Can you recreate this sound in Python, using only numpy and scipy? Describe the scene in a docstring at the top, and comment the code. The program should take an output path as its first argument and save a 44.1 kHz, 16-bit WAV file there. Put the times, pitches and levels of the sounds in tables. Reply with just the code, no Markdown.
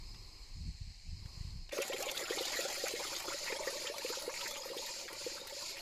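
"""Village cicadas and an old fountain

Cicadas rasp in the trees of a village square while a breeze buffets the microphone: both are shaped noise.
From 1.7 s the scene is an old fountain: a thin stream from a tap falls into a shallow stone basin
in a stone niche. It gulps, plinks and fizzes as ringing bubbles, and spatters as bursts of noise.
One nearer cicada chirps on above it; its chirps are noise rasped by fast clicks."""
import sys
import numpy as np
from scipy import signal
from scipy.fft import rfft, irfft, next_fast_len
from scipy.io import wavfile
from scipy.ndimage import uniform_filter1d, map_coordinates

SR = 44100
rng = np.random.default_rng(int(sys.argv[2]) if len(sys.argv) > 2 else 0)


def log_audio(samples):
    """Write samples as a 16-bit WAV file to the path given in sys.argv[1]."""
    # one column per channel
    frames = np.atleast_2d(samples).T
    # limit to full scale, then quantise
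    limited = np.clip(frames, -1, 1)
    pcm = np.round(limited * 32767).astype(np.int16)
    wavfile.write(sys.argv[1], SR, pcm)


N = 256220

# Levels in the tables set the balance inside a layer; trims, filters and echoes may follow.
# Colours give only the shape of a spectrum.

# far outdoor wash [t/s, level/dB], its colour and the colour of the open air [f/Hz, level/dB]
WASH_LEVEL = [(0, -66.5), (.4, -67), (.7, -78.5), (1.1, -82), (1.28, -65.5), (1.5, -69), (1.68, -76)]
WASH_COLOUR = [(150, -8), (350, 9), (650, -3.5), (1050, 7), (1450, -9.5), (2500, -26), (4000, -14.5),
               (14000, -14)]
AIR_COLOUR = [(20, 10), (45, -6), (100, -5), (200, -14.5), (400, -29), (800, -16.5), (3000, -77)]
# gusts on the microphone [start t/s, length/s, level/dB]
GUSTS = [(-0.017, 0.29, -58), (0.545, 0.21, -51), (0.6, 0.11, -58.5), (0.809, 0.11, -53),
         (1.055, 0.18, -51.5), (1.293, 0.062, -56), (1.464, 0.17, -52)]
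# single eddies that thump across the microphone port [t/s, peak level/dB]
THUMPS = [(0.681, -35), (0.815, -38), (1.132, -36.5), (1.259, -37.5), (1.378, -40), (1.412, -35),
          (1.452, -37), (1.475, -41), (1.561, -39.5)]
# colours of quick and slow eddies [f/Hz, level/dB]
QUICK_EDDY_COLOUR = [(12, -40), (25, -10), (45, -5.5), (80, 3), (160, -12), (250, -20.5), (400, -40),
                     (600, -98)]
SLOW_EDDY_COLOUR = [(12, -28), (25, 15.5), (45, 10), (90, -22), (250, -56)]
# faint dry ticks [t/s, level/dB] and their colour [f/Hz, level/dB]
TICKS = [(.145, -61), (1.258, -62), (1.692, -57.5)]
TICK_COLOUR = [(60, -15), (250, 1), (1500, 5.5), (3300, 8), (5000, 2.5), (14000, -20)]

# loudness of the cicadas in the trees before the fountain scene [t/s, level/dB]
CHORUS_LEVEL = [(0, -59.5), (1.25, -60), (1.43, -56.5), (1.68, -63.5)]
# two cicadas that stand out of the chorus [f/Hz, level over the chorus/dB]
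SOLOISTS = [(4300, -14.5), (5000, -4.5)]
# chirps of the nearer cicada, all equally loud [start t/s, length/s]
CHIRPS = [(2.303, 0.34), (2.65, 0.28), (2.976, 0.22), (3.267, 0.29), (3.636, 0.26), (4.01, 0.21),
          (4.337, 0.17), (4.78, 0.27), (5.168, 0.21), (5.532, 0.22)]
# colours of the far and the near cicadas [f/Hz, level/dB]
TREE_COLOUR = [(1400, -28.5), (2200, -11.5), (3000, -17.5), (3500, -23.5), (4250, -2.5), (4650, -7),
               (5050, -16), (5500, -16.5), (7800, -16), (8600, -27.5), (14000, -38)]
NEAR_COLOUR = [(1800, -26), (2400, -3), (3400, -10.5), (4500, 4), (5100, 2.5), (5900, -5), (6500, -1),
               (7300, 1.5), (8000, -14.5), (10000, -17), (14000, -21.5)]

# strength of the stream [t/s, bubbling level/dB, spray level/dB]
STREAM = [(1.75, -42, -54.5), (2.1, -41.5, -53.5), (2.55, -40.5, -51.5), (3.05, -44, -53),
          (3.6, -41, -56.5), (4.4, -43.5, -56), (4.65, -44, -57.5), (5.1, -47.5, -59.5),
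          (5.8, -48.5, -60.5)]
# colours of the spray and of the small bubbles' fizz [f/Hz, level/dB]
SPRAY_COLOUR = [(200, -10), (600, -4), (1400, -0.5), (2200, 0), (3300, 1), (4500, -1), (5800, -7),
                (7100, -1), (8200, -13.5), (9800, -8), (14000, -13)]
FIZZ_COLOUR = [(500, 7.5), (900, -8.5), (1500, -22), (2200, 6), (3100, -28), (4500, -5), (7000, -0.5),
               (9000, -18)]
# the biggest air pockets dragged under by the stream [t/s, peak level/dB, f/Hz]
GULPS = [(1.727, -34.5, 583), (1.768, -35, 633), (1.786, -27.5, 484), (1.8, -30, 523), (1.897, -34, 531),
         (1.941, -33.5, 497), (2, -41, 543), (2.065, -35.5, 592), (2.209, -37, 552), (2.225, -40, 488),
         (2.305, -27.5, 524), (2.37, -36, 520), (2.407, -32, 540), (2.589, -31, 522), (2.65, -33, 562),
         (2.837, -27.5, 566), (2.936, -32.5, 470), (3.003, -38, 574), (3.279, -40, 420), (3.342, -36, 565),
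         (3.499, -38, 563), (3.524, -31.5, 494), (3.603, -36, 582), (3.671, -29.5, 516), (3.726, -42, 494),
         (3.757, -40, 562), (3.845, -39, 534), (3.897, -37.5, 512), (4.046, -31.5, 534), (4.1, -33, 506),
         (4.17, -36.5, 590), (4.276, -31, 544), (4.656, -39, 587), (4.699, -39.5, 535), (4.714, -38, 522),
         (4.765, -35.5, 520), (4.792, -39.5, 546), (5.054, -44.5, 500), (5.125, -44.5, 483),
         (5.263, -31.5, 528), (5.352, -45.5, 565), (5.414, -41.5, 520), (5.521, -43.5, 550),
         (5.565, -44, 575)]
# gulp tails that glide upward as the pocket shrinks [start t/s, level/dB, end f/Hz]
GLIDES = [(1.902, -44.5, 890), (2.003, -41.5, 877), (2.846, -43, 915), (3.6, -61, 695), (3.757, -48, 670),
          (3.898, -46, 740)]
# flurries of middling bubbles that climb in pitch as a cavity closes [middle t/s, level/dB, f/Hz]
PLINKS = [(1.783, -38.5, 1050), (2.287, -39, 1430), (2.382, -41, 1020), (2.648, -44, 706),
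          (2.864, -37.5, 1310), (3.001, -37, 894), (3.051, -41, 1210), (3.283, -38.5, 1226),
          (3.319, -38, 1280), (3.594, -41.5, 930), (4.133, -40, 1410), (4.297, -40.5, 1020),
          (4.826, -48, 860), (4.893, -49, 900), (5.108, -51.5, 960), (5.377, -43.5, 1350)]
# the biggest lumps of water, which burst into small bubbles [middle t/s, level/dB, f/Hz, length/s]
SPLASHES = [(1.721, -45.5, 2330, 0.024), (1.779, -44, 2540, 0.013), (1.824, -37.5, 2510, 0.031),
            (1.929, -37.5, 2500, 0.02), (1.967, -41, 2430, 0.016), (2.034, -41, 2530, 0.026),
            (2.09, -36, 2730, 0.023), (2.174, -34.5, 3550, 0.011), (2.261, -41, 2600, 0.019),
            (2.326, -42.5, 1890, 0.018), (2.391, -36.5, 3650, .018), (2.456, -40, 3720, 0.027),
            (2.539, -40.5, 2220, 0.031), (2.616, -42, 3300, 0.015), (2.725, -47, 2200, 0.02),
            (2.756, -44, 2130, 0.019), (2.865, -41.5, 2110, 0.023), (2.889, -38.5, 2360, 0.019),
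            (2.96, -44, 2310, 0.023), (3.013, -50, 2730, 0.017), (3.152, -41, 3400, 0.011),
            (3.477, -36.5, 2020, 0.027), (3.528, -36.5, 2210, 0.024), (3.677, -37.5, 1825, 0.017),
            (3.873, -35, 2970, 0.012), (4.064, -41, 2640, 0.01), (4.368, -42.5, 2280, 0.025),
            (4.414, -39, 2940, 0.016), (4.465, -38, 2040, 0.021), (4.558, -42, 2740, 0.028),
            (4.782, -43, 3200, .02), (5.086, -44, 1940, 0.019), (5.781, -45.5, 2410, 0.035)]
# the hardest drops that slap on wet stone [t/s, level/dB] and their colour [f/Hz, level/dB]
SLAPS = [(1.8188, -31), (1.8793, -34.5), (2.0249, -32), (2.113, -31.5), (2.176, -34.5), (2.4535, -35.5),
         (2.6053, -35), (2.8808, -32.5), (4.4774, -35)]
SLAP_COLOUR = [(500, -42), (1500, -4), (3000, 1), (7000, 14), (8300, 3.5), (11000, 5.5), (14000, 3)]
# fine droplets that tick sharply on the stone [t/s, level/dB] and their colour [f/Hz, level/dB]
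DROPLETS = [(3.1427, -35), (3.2275, -35), (3.9825, -26), (4.2232, -30), (4.8628, -31), (5.1292, -32),
            (5.4719, -30)]
DROPLET_COLOUR = [(1500, -13), (4500, -2.5), (8500, -6.5)]

# time for the niche's echo to die away by 60 dB [f/Hz, t60/s]
NICHE_DECAY = [(300, 0.082), (2000, 0.07), (12000, 0.097)]
# pitches that the basin's hollow, and the gap under the wall, boost or swallow [f/Hz, width/Hz, level/dB]
BASIN = [(335, 120, 6), (435, 66, -4), (566, 49, 2), (677, 36, 6), (701, 53, -6.5)]
RECESS = [(1365, 95, 4), (1490, 600, -2), (1914, 74, 5), (2080, 370, -3.5), (2960, 380, -4.5),
          (7180, 350, 1.5)]
# further boosts and dips, close to the tap and from a step back [f/Hz, width/Hz, level/dB]
BY_THE_TAP = [(780, 41, 7.5), (970, 160, -3.5), (2157, 44, 7)]
STEPPED_BACK = [(765, 71, -7), (898, 86, 7.5), (960, 43, 4)]

FOUNTAIN_START_S, STREAM_FADE_S = 1.72, 0.004
STEP_BACK_S, STEP_LENGTH_S = 2.98, 0.47
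CALM_DB, FLUTTER_DB = -51, 2.1  # wind strength without gusts, depth of its flutter
BRISK_DB = -43  # wind strength at which the quick eddies are fully there
SLOW_EDDY_DB = -3  # slow eddies, relative to the wind strength
THUMP_WIDTH_S, GUST_EDGE_S, CHIRP_EDGE_S = 0.0021, 0.009, 0.03
CHORUS_AT_FOUNTAIN_DB, CHIRP_DB = -55.5, -46
GULP_FROM, GULP_TO, GULP_GLIDE_S = 0.793, 1.1, 0.012  # pitch climbs between these shares of its own
GULP_ATTACK_S, GULP_DECAY_S = 0.003, 0.0075
GULP_TAIL_DB, GULP_TAIL_S = -27, 0.023
GLIDE_FROM_HZ, GLIDE_S = 550, 0.035
TOP_HZ = 14350  # nothing sounds above this


def amp(db):
    """Decibels to a plain factor."""
    return 10 ** (np.asarray(db) / 20)


def unit(x):
    """x scaled to an average strength (rms) of 1."""
    return x / np.sqrt(np.mean(x ** 2) + 1e-20)


def clock():
    """The time of every sample in seconds."""
    return np.arange(N) / SR


def along(points, hz):
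    """Read a curve of (Hz, value) points on a log axis."""
    f, v = np.transpose(points)
    return np.interp(np.log(hz + 1), np.log(f + 1), v)


def curves(rows):
    """One value per sample for each column after the time."""
    s, *columns = np.transpose(rows)
    return [np.interp(clock(), s, column) for column in columns]


def wobble(rate):
    """A smooth random curve with rate random points a second."""
    return map_coordinates(rng.standard_normal(int(N * rate / SR) + 4), [clock() * rate])


def filtered(x, response):
    """x times a response that depends on frequency."""
    m = next_fast_len(N + SR // 2)
    return irfft(rfft(x, m) * response(np.fft.rfftfreq(m, 1 / SR)), m)[:N]


def coloured(x, spectrum):
    """x shaped by (Hz, dB) points."""
    return filtered(x, lambda hz: amp(along(spectrum, hz)))


def noise(spectrum):
    """Coloured noise of rms 1."""
    return unit(coloured(rng.standard_normal(N), spectrum))


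def patchy(x, depth_db):
    """Random patches of time and pitch make x louder or softer."""
    z = signal.stft(x, nperseg=512)[2]
    patches = uniform_filter1d(rng.standard_normal(z.shape), size=5, axis=0)
    patches = uniform_filter1d(patches, size=6, axis=1)
    return signal.istft(z * amp(depth_db * unit(patches)), nperseg=512)[1][:N]


def add(track, s, sound):
    """Mix a sound into the track at s seconds."""
    part = track[max(round(s * SR), 0):][:len(sound)]
    part += sound[:len(part)]


def burst_shape(start, length, edge):
    """Rise, hold and fall, with soft edges of so many seconds."""
    return (np.tanh((clock() - start) / edge) - np.tanh((clock() - start - length) / edge)) / 2


def cracks(rows, spectrum, t60, gain_db, attack):
    """Short grainy noise bursts, one for each (s, dB) row; t60 and attack in seconds."""
    out, t = np.zeros(N), np.arange(SR // 16) / SR
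    for s, db in rows:
        grains = rng.standard_normal(len(t)) * amp(rng.standard_normal(len(t)))
        shape = amp(db + gain_db - 60 * t / t60) * (1 - np.exp(-t / attack))
        add(out, s, shape * grains)
    return coloured(out, spectrum)


def ticks():
    """Faint dry ticks: short bursts of noise that start almost at once."""
    return cracks(TICKS, TICK_COLOUR, t60=0.035, gain_db=10.5, attack=0.0004)


def thumps():
    """A passing eddy first sucks at the port, then pushes."""
    ages = [((clock() - s) / THUMP_WIDTH_S, db) for s, db in THUMPS]
    return sum(amp(db) * u * np.exp((1 - u ** 2) / 2) for u, db in ages)


def breeze():
    """Gusts flutter, brighter as they grow, over the wash of the open air; the fountain is sheltered."""
    wash_db, = curves(WASH_LEVEL)
    calm = amp(CALM_DB) * np.clip((FOUNTAIN_START_S - clock()) / 0.014, 0, 1)
    gusts = sum(amp(db) * burst_shape(s, length, GUST_EDGE_S) for s, length, db in GUSTS)
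    pressure = calm + gusts
    eddies = noise(QUICK_EDDY_COLOUR)
    # even turbulence: the wind and the flutter alone set its strength
    eddies = eddies / np.sqrt(uniform_filter1d(eddies ** 2, size=1500))
    briskness = np.clip(pressure / amp(BRISK_DB), 0, 1) ** 1.95
    quick = briskness * amp(FLUTTER_DB * wobble(67.0)) * eddies
    slow = amp(SLOW_EDDY_DB) * noise(SLOW_EDDY_COLOUR)
    wash = amp(wash_db) * noise(WASH_COLOUR)
    air = amp(-63.5) * noise(AIR_COLOUR)
    return pressure * (quick + slow) + thumps() + wash + air


def rasp(spectrum, click_hz, depth):
    """A cicada's tymbals buckle a few hundred times a second; the trees smear the clicks."""
    phase = np.cumsum(click_hz * (1 + 0.021 * wobble(30))) / SR
    clicks = 1 + depth * np.exp(-4 * (phase % 1))
    return unit(coloured(patchy(clicks * rng.standard_normal(N), depth_db=1.5), spectrum))


def far_cicadas():
    """A rasping chorus, and two voices of narrow noise that swell and fade."""
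    chorus_db, = curves(CHORUS_LEVEL)
    chorus_db = np.where(clock() < FOUNTAIN_START_S, chorus_db, CHORUS_AT_FOUNTAIN_DB)
    chorus = rasp(TREE_COLOUR, click_hz=213, depth=0.39)
    for hz, db in SOLOISTS:
        narrow = [(hz / 2, -120), (hz, 0), (hz * 2, -120)]
        chorus = chorus + amp(db + 2.4 * wobble(11)) * noise(narrow)
    return amp(chorus_db) * chorus


def near_cicada():
    """One insect switches its rasp on and off softly, nearly three times a second."""
    singing = sum(burst_shape(s, length, CHIRP_EDGE_S) for s, length in CHIRPS)
    return amp(CHIRP_DB) * singing * rasp(NEAR_COLOUR, click_hz=219.0, depth=0.1)


def niche(x, wet_db):
    """Close stone walls answer; the echo pattern shifts as the splash point wanders."""
    out, hop = np.zeros(N), SR // 8
    for start in range(0, N, hop):
        # a fresh echo of fading noise for every eighth of a second
        hz, t, z = signal.stft(rng.standard_normal(SR // 5), SR, nperseg=256)
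        fade = amp(-60 * t / along(NICHE_DECAY, hz)[:, None])
        tail = signal.istft(z * fade, SR, nperseg=256)[1]
        echo = signal.fftconvolve(x[start:start + hop], tail / np.linalg.norm(tail))
        add(out, start / SR + 0.002, echo)
    return (x + amp(wet_db) * out) / np.hypot(1, amp(wet_db))


def resonate(x, modes):
    """A hollow rings at some pitches and swallows others: a chain of (Hz, width Hz, dB) boosts and dips."""
    def response(f):
        total = 1
        for centre, width, db in modes:
            offset = centre ** 2 - f ** 2
            top = offset + 1j * f * width * amp(db / 2)
            total = total * top / (offset + 1j * f * width / amp(db / 2))
        return total
    return filtered(x, response)


def strays(count, over_db, spread_db):
    """Lesser drops and bubbles at a ragged pace, following the stream's bubbling: rows of (s, dB)."""
    when, strength = rng.random((count, 2)).T
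    s = FOUNTAIN_START_S + (np.arange(count) + when) / count * (N / SR - FOUNTAIN_START_S)
    knots, bubbling_db, _ = np.transpose(STREAM)
    return list(zip(s, np.interp(s, knots, bubbling_db) + over_db + spread_db * (strength - 0.5)))


def stray_bubbles(count, over_db, spread_db, low_hz, high_hz):
    """Strays of random size: rows of (s, dB, pitch Hz)."""
    rows = strays(count, over_db, spread_db)
    return [(s, db, low_hz * (high_hz / low_hz) ** rng.random()) for s, db in rows]


def bubble(t, hz, cycles, rise, swell):
    """A ringing bubble whose pitch climbs as it nears the surface; it decays to 1/e in so many cycles."""
    age = t * hz / cycles
    shape = (1 - np.exp(-age / swell)) * np.exp(-age)
    shape = shape / shape.max(axis=-1, keepdims=True)
    return shape * np.sin(2 * np.pi * hz * t * (1 + rise * age / 2))


def swarm(count, low_hz, high_hz, cycles, rise, spread_db):
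    """Bubbles of random size at a ragged but steady pace, of uneven loudness; rms 1 in all."""
    out, t = np.zeros(N), np.arange(int(5 * cycles / low_hz * SR)) / SR
    when, size, strength, life = rng.random((count, 4)).T
    hz = low_hz * (high_hz / low_hz) ** size
    rings = bubble(t, hz[:, None], cycles * (0.5 + life[:, None]), rise, swell=0.15)
    times = (np.arange(count) + 2 * when) / count * N / SR
    gains = amp(spread_db * strength ** 2) * np.sqrt(hz)
    for s, gain, ring in zip(times, gains, rings):
        add(out, s, gain * ring)
    return unit(out)


def flurry(hz, length, scatter, climb, cycles, count):
    """A quick run of bubbles, rms 1 at its loudest; scatter and climb of the pitch in octaves."""
    out, t = np.zeros(SR // 10), np.arange(SR // 50) / SR
    progress = (np.arange(count) + rng.random(count)) / count
    pitch = hz * 2 ** (scatter * rng.standard_normal(count) + climb * (progress - 0.5))
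    # the run swells and fades
    sizes = np.sqrt(np.sin(np.pi * progress)) * amp(2.1 * rng.standard_normal(count))
    rings = bubble(t, pitch[:, None], cycles, rise=0.077, swell=0.057)
    for u, size, ring in zip(progress, sizes, rings):
        add(out, u * length, size * ring)
    return out / np.sqrt(uniform_filter1d(out ** 2, size=350).max())


def spray(level_db):
    """Fine droplets crackle in uneven clumps; random patches of time and pitch vary the noise."""
    droplets = rng.standard_normal(N) * (rng.random(N) < 11000 / SR)  # about 11000 a second
    clumps = amp(1.93 * wobble(45) + 2.9 * wobble(170))
    return amp(level_db + 10.0) * unit(coloured(patchy(droplets * clumps, depth_db=4.5), SPRAY_COLOUR))


def bubbling(level_db):
    """A dense fizz of small short-lived bubbles, and sparser ones that ring and glide."""
    fizz = swarm(count=2000, low_hz=705, high_hz=7280, cycles=4.4, rise=0.022, spread_db=16)
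    plips = swarm(count=170, low_hz=1728, high_hz=5140, cycles=14.5, rise=0.0356, spread_db=6.5)
    return amp(level_db - 8.5) * unit(coloured(fizz, FIZZ_COLOUR)) + amp(level_db - 10.0) * plips


def churning(level_db):
    """The stream churns up weak, quickly damped pockets, and its own cavity keeps ringing."""
    churn = swarm(count=420, low_hz=330, high_hz=996, cycles=2.1, rise=0.093, spread_db=9.5)
    cavity = swarm(count=130, low_hz=508, high_hz=587, cycles=7.1, rise=0.033, spread_db=-2.5)
    return amp(level_db - 14.5) * churn + amp(level_db - 14) * cavity


def slaps():
    """Drops hit the wet stone: hard ones slap, fine ones tick and echo in the niche."""
    hard = cracks(SLAPS, SLAP_COLOUR, t60=0.027, gain_db=-3.5, attack=0.0012)
    drops = list(DROPLETS) + strays(count=12, over_db=-1, spread_db=5.0)
    fine = cracks(drops, DROPLET_COLOUR, t60=0.011, gain_db=3, attack=0.0001)
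    return hard + niche(fine, wet_db=-2.0)


def splashes():
    """Each lump of water bursts into a cluster of small bubbles."""
    out = np.zeros(N)
    for s, db, hz, length in SPLASHES:
        cluster = flurry(hz, length, scatter=0.16, climb=0.18, cycles=3.96, count=11)
        add(out, s - length / 2, amp(db - 1) * cluster)
    return out


def plinks(length=0.018):
    """Closing cavities gurgle upward; single lesser bubbles plink softly in between."""
    out, t = np.zeros(N), np.arange(SR // 25) / SR
    for s, db, hz in PLINKS:
        gurgle = flurry(hz, length, scatter=0.045, climb=0.076, cycles=3.1, count=4)
        add(out, s - length / 2, amp(db - 5) * gurgle)
    for s, db, hz in stray_bubbles(count=70, over_db=-7, spread_db=10.5, low_hz=887, high_hz=2720):
        add(out, s, amp(db) * bubble(t, hz, cycles=10.1, rise=0.068, swell=0.26))
    return out


def glides():
    """A shrinking air pocket rings on, climbing ever faster in pitch."""
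    out, u = np.zeros(N), np.linspace(0, 1, int(GLIDE_S * SR))
    shape = np.sqrt(np.abs(np.sin(np.pi * u)))
    for s, db, end_hz in GLIDES:
        hz = GLIDE_FROM_HZ + (end_hz - GLIDE_FROM_HZ) * u ** 2
        add(out, s, amp(db) * shape * np.sin(2 * np.pi * np.cumsum(hz) / SR))
    return out


def gulps():
    """Big pockets collapse in a short, soft plop whose pitch slides up, then ring on faintly."""
    out, t = np.zeros(N), np.arange(SR // 10) / SR
    for s, db, hz in GULPS:
        glide_s = GULP_GLIDE_S * amp(rng.normal(0, 3.46))
        decay_s = GULP_DECAY_S * amp(rng.normal(0, 1))
        pitch = hz * (GULP_TO + (GULP_FROM - GULP_TO) * np.exp(-t / glide_s))
        body = np.exp(-t / decay_s) + amp(GULP_TAIL_DB) * np.exp(-t / GULP_TAIL_S)
        shape = (1 - np.exp(-(t / GULP_ATTACK_S) ** 2)) * body
        add(out, s, amp(db) * shape / shape.max() * np.sin(2 * np.pi * np.cumsum(pitch) / SR))
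    return out


def fountain():
    """All the water, heard through basin and niche; its colour shifts as the microphone backs away."""
    bubbling_db, spray_db = curves(STREAM)
    running = np.clip((clock() - FOUNTAIN_START_S) / STREAM_FADE_S, 0, 1)
    patter = running * (bubbling(bubbling_db) + spray(spray_db))
    gurgle = gulps() + glides() + running * churning(bubbling_db)
    water = niche(gurgle, wet_db=-11.5)
    water = water + niche(plinks() + splashes(), wet_db=-10.0)
    water = water + amp(-1.72) * niche(patter, wet_db=-1.5)
    water = resonate(water, list(BASIN) + list(RECESS))
    away = np.clip((clock() - STEP_BACK_S) / STEP_LENGTH_S, 0, 1)
    close = (1 - away) * resonate(water, BY_THE_TAP)
    return close + away * resonate(water, STEPPED_BACK) + slaps()


def scene():
    """Wind, a few faint ticks, insects and water at one microphone."""
    return (breeze() + ticks() + far_cicadas() + near_cicada() + fountain())[None]


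def record(dry):
    """Everything above the band limit is cut away."""
    return np.array([filtered(x, lambda hz: hz < TOP_HZ) for x in dry])


dry = scene()
out = record(dry)
log_audio(out)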